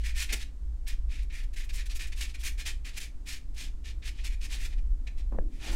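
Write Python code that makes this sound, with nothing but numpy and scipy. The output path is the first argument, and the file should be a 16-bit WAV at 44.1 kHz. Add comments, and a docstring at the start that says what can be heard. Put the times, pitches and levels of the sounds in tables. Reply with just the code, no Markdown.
"""A small room, one microphone close to a wooden table. A paintbrush scrubs over rough watercolour
paper in quick strokes and dabs that then slow. Bristles catch and slip on the grain; the sheet rasps
near 2 kHz and drums faintly under the push. Near the end something scuffs dully and knocks on the
table. Behind it all lies the room tone: a low building rumble, a faint fan hum and soft air."""
import sys
import numpy as np
from scipy import signal
from scipy.fft import rfft, irfft
from scipy.io import wavfile

SR = 44100
rng = np.random.default_rng(int(sys.argv[2]) if len(sys.argv) > 2 else 0)


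def log_audio(samples):
    """Write samples as a 16-bit WAV file to the path given in sys.argv[1]."""
    # one column per channel
    frames = np.atleast_2d(samples).T
    # limit to full scale, then quantise
    limited = np.clip(frames, -1, 1)
    pcm = np.round(limited * 32767).astype(np.int16)
    wavfile.write(sys.argv[1], SR, pcm)


N = 253575
TOP_HZ = 15750


def brush(size=20480):
    """Bristles scratch over the paper; each stroke brightens with speed and pushes on the sheet."""
    # spectrum of bristles on paper: (frequency [Hz], relative level [dB])
    scratch_colour = [(300, -36.5), (1100, -12), (1450, -8), (1750, 1), (2900, 2), (4000, 0), (5500, -1.5),
                      (7500, -4), (10000, -8.5), (12500, -14), (15500, -20.5)]
    # resonances of brush and sheet: (frequency [Hz], width [Hz], lift [dB])
    rings = [(1883, 260, 2.5), (2059, 95, -0.5), (2290, 170, 4), (2500, 190, 4.5), (3730, 160, 2.5),
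             (3740, 41, -2.5), (4680, 60, -0.5), (5600, 100, 0), (6900, 100, 0)]
    rasp_hz, rasp_width_hz, bright_from_hz, treble_hz = 1970, 1120, 3540, 5000
    scratch_db, flutter_db, fresh_tip_db, splay_db_per_s = 4.5, 1.16, 1.2, 30.5
    t, hz = np.arange(size) / SR, bins(size)
    octaves = np.log2(np.clip(hz, bright_from_hz, TOP_HZ) / bright_from_hz)
    rasp = 1 / (1 + ((hz - rasp_hz) / (rasp_width_hz / 2)) ** 4)
    treble = hz ** 2 / (hz ** 2 + treble_hz ** 2)
    scratch, push = np.zeros(N), np.zeros(N)
    for start, rise, fall, db, bright_db, rasp_db in touches():
        speed = glide(t, rise, fall)
        # tufts of bristles grip and let go together, so the stroke flutters
        force = undb(db + flutter_db * walk(180.5, size))
        spectrum = rfft(catches(size)) * undb(bright_db * octaves + rasp_db * rasp)
        coarse = speed ** 1.01 * irfft(spectrum * (1 - treble))
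        # the finest scratch needs speed, and dulls as the bristles splay
        splay = undb(fresh_tip_db - splay_db_per_s * t)
        fine = speed ** 1.7 * splay * irfft(spectrum * treble)
        add(scratch, start, room(force * (coarse + fine)))
        add(push, start, force * speed * catches(size))
    return undb(scratch_db) * through(scratch, body(scratch_colour, rings)) + sheet_drumming(push)


def touches():
    """Every contact of brush and paper; all dabs share one short envelope and one rasp."""
    # brush strokes; the sheet rasps more in some spots:
    # (start [s], rise [s], fall [s], relative level [dB], brightness [dB/octave], rasp lift [dB])
    strokes = [(0.0, 0.0032, 0.064, -61, -2.5, -2.5), (0.03, 0.027, 0.084, -49, 0, 4),
               (0.139, 0.088, 0.028, -39.5, 2, -0.5), (0.287, 0.011, 0.041, -43, -4.5, 2),
               (0.329, 0.006, .058, -48.5, -1, -2), (0.38, .045, 0.018, -47.5, -1.5, -1),
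               (0.862, 0.021, 0.079, -51, -1.5, 1.5), (1.087, 0.036, .14, -55, -2.5, 1),
               (1.305, 0.055, 0.09, -53.5, 0, 5), (1.557, 0.013, 0.091, -51.5, 0.5, 4.5),
               (1.721, 0.034, 0.036, -51, 4, -1.5), (1.772, 0.016, 0.051, -48.5, -1.5, 2.5),
               (1.892, 0.014, 0.041, -47.5, -2, -5), (1.94, 0.029, 0.017, -51, 5, -1.5),
               (1.989, .014, 0.078, -45.5, -1, 0.5), (2.147, 0.048, 0.03, -50.5, 1.5, -2.5),
               (2.204, .0092, 0.062, -41.5, .4, -2.5), (2.263, .039, 0.026, -57, -1.5, -3),
               (2.381, 0.04, .006, -53.5, 2.5, -6), (2.423, 0.044, 0.044, -43.5, 3.5, 1.5),
               (2.572, 0.031, 0.034, -47, .5, 1), (2.647, 0.024, 0.06, -41, 0, -3),
               (2.844, 0.011, 0.078, -50, -2, 1), (2.922, .037, 0.021, -54.5, -3.5, -3),
               (2.959, 0.026, 0.0068, -44.5, 3, 1), (3.0, 0.0044, 0.084, -49.5, 1.5, -1),
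               (3.253, 0.047, 0.1, -46, 1, -2.5), (3.556, 0.039, 0.11, -47.5, 0, -3.5),
               (3.835, 0.035, 0.063, -50.5, -3, -4.5), (4.028, .056, 0.022, -47, -1.5, -2),
               (4.132, 0.062, 0.14, -58.5, -5, -6), (4.235, 0.02, 0.039, -45.5, .5, -1),
               (4.294, 0.046, 0.016, -57.5, -.5, 4.5), (4.399, 0.058, 0.015, -48, 0, -2.5),
               (4.486, 0.049, 0.054, -45.5, -0.5, -2.5), (4.562, 0.098, 0.02, -49, 2, 2),
               (4.692, .019, 0.037, -64, -3, -4), (5.165, 0.022, 0.046, -60.5, -2.5, -2),
               (5.492, 0.079, 0.11, -67.5, 0.5, 0.5), (5.589, 0.094, 0.039, -45.5, -2.5, -2.5),
               (5.698, 0.031, .066, -48.5, 0.5, -10)]
    # only the bristle tips touch down: (start [s], relative level [dB], brightness [dB/octave])
    dabs = [(0.321, -36.5, 3.5), (0.871, -52.5, 6.5), (1.218, -66, 5), (1.295, -57.5, -10), (1.426, -61, 1),
            (1.529, -60.5, 2), (1.635, -61.5, 4), (1.688, -50.5, -1.5), (1.853, -55.5, 2.5),
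            (2.066, -57, 3), (2.117, -49.5, -3), (2.339, -51, -2), (3.539, -68, 4), (4.018, -54, -10),
            (4.181, -54, -17), (4.721, -57, -5.5), (4.775, -63, -5), (5.065, -53, -6)]
    rise_s, fall_s, rasp_db = 0.011, 0.019, 1
    return list(strokes) + [(start, rise_s, fall_s, db, bright, rasp_db) for start, db, bright in dabs]


def catches(size, per_second=16000, spread_db=2):
    """Catching and snapping free on a rough surface: dense clicks, mostly small, a few large."""
    happens = rng.random(size) < per_second / SR
    sign = rng.choice([-1, 1], size)
    strength = undb(spread_db * np.minimum(rng.exponential(size=size), 6))
    return unit(happens * sign * strength)


def sheet_drumming(push, gain_db=5.5):
    """The sheet drums on the table under the push of the brush."""
    # spectrum of the drumming sheet: (frequency [Hz], relative level [dB])
    colour = [(50, -8), (80, 15.5), (150, -1.5), (320, 8), (600, -3.5), (850, 1), (1080, -10.5), (1300, -5),
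              (2200, -4), (6000, -34)]
    # how strongly the push drums the sheet: (time [s], relative level [dB])
    strength = [(.22, -36), (.335, -9.5), (.42, -21), (1.4, -24.5), (2.9, -20), (3.3, -23), (4.6, -20),
                (4.75, -9), (5.66, -8.5), (5.72, -0.5)]
    return undb(gain_db) * room(through(push * undb(curve(strength)), body(colour)))


def scuff(start_s=5.319, level_db=-41.5, judder_db=2, size=8192):
    """Something soft judders briefly over the table."""
    # dull spectrum of the rub: (frequency [Hz], relative level [dB])
    colour = [(100, -23), (200, 14.5), (350, 0), (560, 0), (800, -7), (1040, -7.5), (1280, -15),
              (1800, -20), (2600, -32), (6000, -46)]
    speed = glide(np.arange(size) / SR, rise=0.0035, fall=0.072)
    force = speed * undb(level_db + judder_db * walk(260, size))
    rub = np.zeros(N)
    add(rub, start_s, force * catches(size))
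    return through(rub, body(colour))


def knock(start_s=5.3865, size=22050):
    """A soft push rings the table, dulled by the length of the contact; the room booms after it."""
    # modes of the wooden table: (frequency [Hz], relative level [dB], t60 [s])
    table_modes = [(200, -9.5, 0.055), (260, -41, 0.25), (300, -32, 0.3), (334, -16.5, 0.11),
                   (506, 8, 0.01), (870, -29, 0.0081), (1680, -8, 0.0097)]
    # low boom of the room: (frequency [Hz], relative level [dB])
    boom_colour = [(70, 8), (130, -13), (200, -2), (300, 8), (420, -7), (900, -34), (2500, -46)]
    knock_db, contact_s, build_up_s = -18.5, 0.00032, 0.0012
    boom_db, boom_t60_s = -43.5, 0.86
    t = np.arange(size) / SR
    push = np.sin(np.pi * np.minimum(t / contact_s, 1))
    modes = sum(undb(db - 60 * t / t60) * np.cos(2 * np.pi * hz * t) for hz, db, t60 in table_modes)
    # the bending wave takes a moment to spread over the table top
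    ring = modes * (1 - np.exp(-t / build_up_s))
    boom = undb(boom_db - 60 * t / boom_t60_s) * through(rng.standard_normal(size), body(boom_colour))
    out = np.zeros(N)
    add(out, start_s, undb(knock_db) * through(push / push.sum(), ring) + boom)
    return out


def room(x, wet_db=-10.5, low_t60_s=0.23, high_t60_s=0.19, size=11025):
    """Direct sound and a furnished room's short tail; treble dies first, each spot has its own echoes."""
    t = np.arange(size) / SR
    echoes = rng.standard_normal(size) * np.clip(t / 0.0013 - 1, 0, 1)
    low = irfft(rfft(echoes) / (1 + (bins(size) / 3500) ** 2), size)
    tail = low * undb(-60 * t / low_t60_s) + (echoes - low) * undb(-60 * t / high_t60_s)
    return x + undb(wet_db) * through(x, tail / np.linalg.norm(tail))


def building_rumble(drone_hz=56.2, drone_width_hz=3.9, rumble_gain_db=3, drone_gain_db=2.5):
    """The building rumbles under a low, wandering drone; each swells and sinks."""
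    # spectrum of the rumble: (frequency [Hz], relative level [dB])
    colour = [(8, -6), (18, -0.5), (34, -3), (46, -4), (62, -16.5), (75, -24.5), (130, -63.5), (400, -106)]
    # swell of both: (time [s], relative rumble level [dB], relative drone level [dB])
    swell = [(0.0, -34, -27.5), (0.03, -34, -29), (0.57, -38, -49.5), (0.7, -37.5, -32.5),
             (0.93, -32.5, -51.5), (1.04, -33, -30.5), (1.18, -34.5, -42.5), (2.58, -34.5, -41),
             (3.33, -39.5, -47.5), (4.24, -34, -38), (4.31, -34.5, -44), (4.45, -38, -37),
             (4.76, -28.5, -49), (4.87, -29, -35), (5.09, -33.5, -59), (5.27, -28, -35.5),
             (5.65, -39.5, -57), (5.75, -26.5, -51)]
    rumble = undb(curve(swell) + rumble_gain_db) * noise(undb(spectrum_db(colour, bins(N))))
    pitch_hz = drone_hz + drone_width_hz / 2 * walk(9, N)
    drone = undb(curve(swell, column=2) + drone_gain_db) * np.sin(2 * np.pi * np.cumsum(pitch_hz) / SR)
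    return rumble + drone


def fan_hum(half_width_hz=5):
    """A fan hums faintly in narrow, wavering bands of noise."""
    # tones of the fan: (frequency [Hz], relative level [dB])
    tones = [(129, -74), (180, -75.5), (262, -72), (298, -74.5), (420, -81.5)]
    # the hum slowly fades and grows: (time [s], gain [dB])
    swell = [(0, 3), (.7, -1.5), (1.4, -5.5), (2.6, -1.5), (3.6, 2.5), (4.2, 3), (5.75, 6)]
    hz = bins(N)
    hum = sum(undb(db) * noise(1 / (1 + ((hz - f) / half_width_hz) ** 2)) for f, db in tones)
    return undb(curve(swell)) * hum


def room_air(level_db=-55.5, drift_db=0.5, low_cut_hz=70):
    """The room's air: a smooth, nearly steady hush."""
    # spectrum of the air: (frequency [Hz], relative level [dB])
    colour = [(70, 15), (100, 14), (140, 2.5), (200, 2), (300, -0.5), (420, -8), (700, -13.5), (1300, -18),
              (3000, -24), (8000, -24.5), (11000, -32), (15500, -38)]
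    hz = bins(N)
    low_cut = np.minimum(hz / low_cut_hz, 1) ** 4
    return undb(level_db + drift_db * walk(5.5, N)) * noise(undb(spectrum_db(colour, hz)) * low_cut)


def undb(db):
    """Decibels to gain."""
    return 10 ** (np.asarray(db) / 20)


def unit(x):
    """Scale to an rms of 1."""
    return x / np.sqrt(np.mean(x ** 2) + 1e-20)


def glide(t, rise, fall):
    """Speed of a stroke, 0-1: it picks up, then slows to rest."""
    return np.sin(np.pi / 2 * np.interp(t, [0, rise, rise + fall], [0, 1, 0]))


def curve(points, column=1):
    """Join (time [s], value, ...) points over the whole scene."""
    columns = np.transpose(points)
    return np.interp(np.arange(N) / SR, columns[0], columns[column])


def spectrum_db(points, hz):
    """Join (frequency [Hz], level [dB]) points on a log-frequency axis."""
    f, db = np.transpose(points)
    return np.interp(np.log(hz + 1), np.log(f), db)


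def bins(size):
    """Frequencies of a real spectrum."""
    return np.fft.rfftfreq(size, 1 / SR)


def noise(gain):
    """Noise of rms 1, shaped by a gain at each frequency."""
    return unit(irfft(rfft(rng.standard_normal(N)) * gain, N))


def walk(rate, size):
    """Random drift that turns about rate times a second; spread near 1."""
    knots = rng.standard_normal(1024)
    return 1.2 * np.interp(np.arange(size) * rate / SR, np.arange(len(knots)), knots)


def body(points, rings=(), size=4096):
    """Causal response, of unit energy, of a body with a broad spectrum and a few resonances."""
    hz = bins(size)
    resonance_db = sum(lift / (1 + (2 * (hz - f) / width) ** 2) for f, width, lift in rings)
    cepstrum = irfft(np.log(undb(spectrum_db(points, hz) + resonance_db)))
    # folding the cepstrum gives minimum phase
    cepstrum[1:size // 2] *= 2
    cepstrum[size // 2 + 1:] = 0
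    response = irfft(np.exp(rfft(cepstrum)))
    return response / np.linalg.norm(response)


def through(x, response):
    """Pass a sound through a response."""
    return signal.fftconvolve(x, response)[:len(x)]


def add(out, start, x):
    """Mix x into out from a time on."""
    i = max(int(start * SR), 0)
    out[i:i + len(x)] += x[:max(len(out) - i, 0)]


def scene():
    """Brush and table close to one microphone, over the room tone."""
    foreground = room(brush()) + room(scuff() + knock(), wet_db=-16)
    room_tone = building_rumble() + fan_hum() + room_air()
    return (foreground + room_tone)[None]


def record(dry):
    """The recorder cuts the top treble steeply."""
    return signal.sosfilt(signal.ellip(10, .2, 80, TOP_HZ, fs=SR, output="sos"), dry)


dry = scene()
out = record(dry)
log_audio(out)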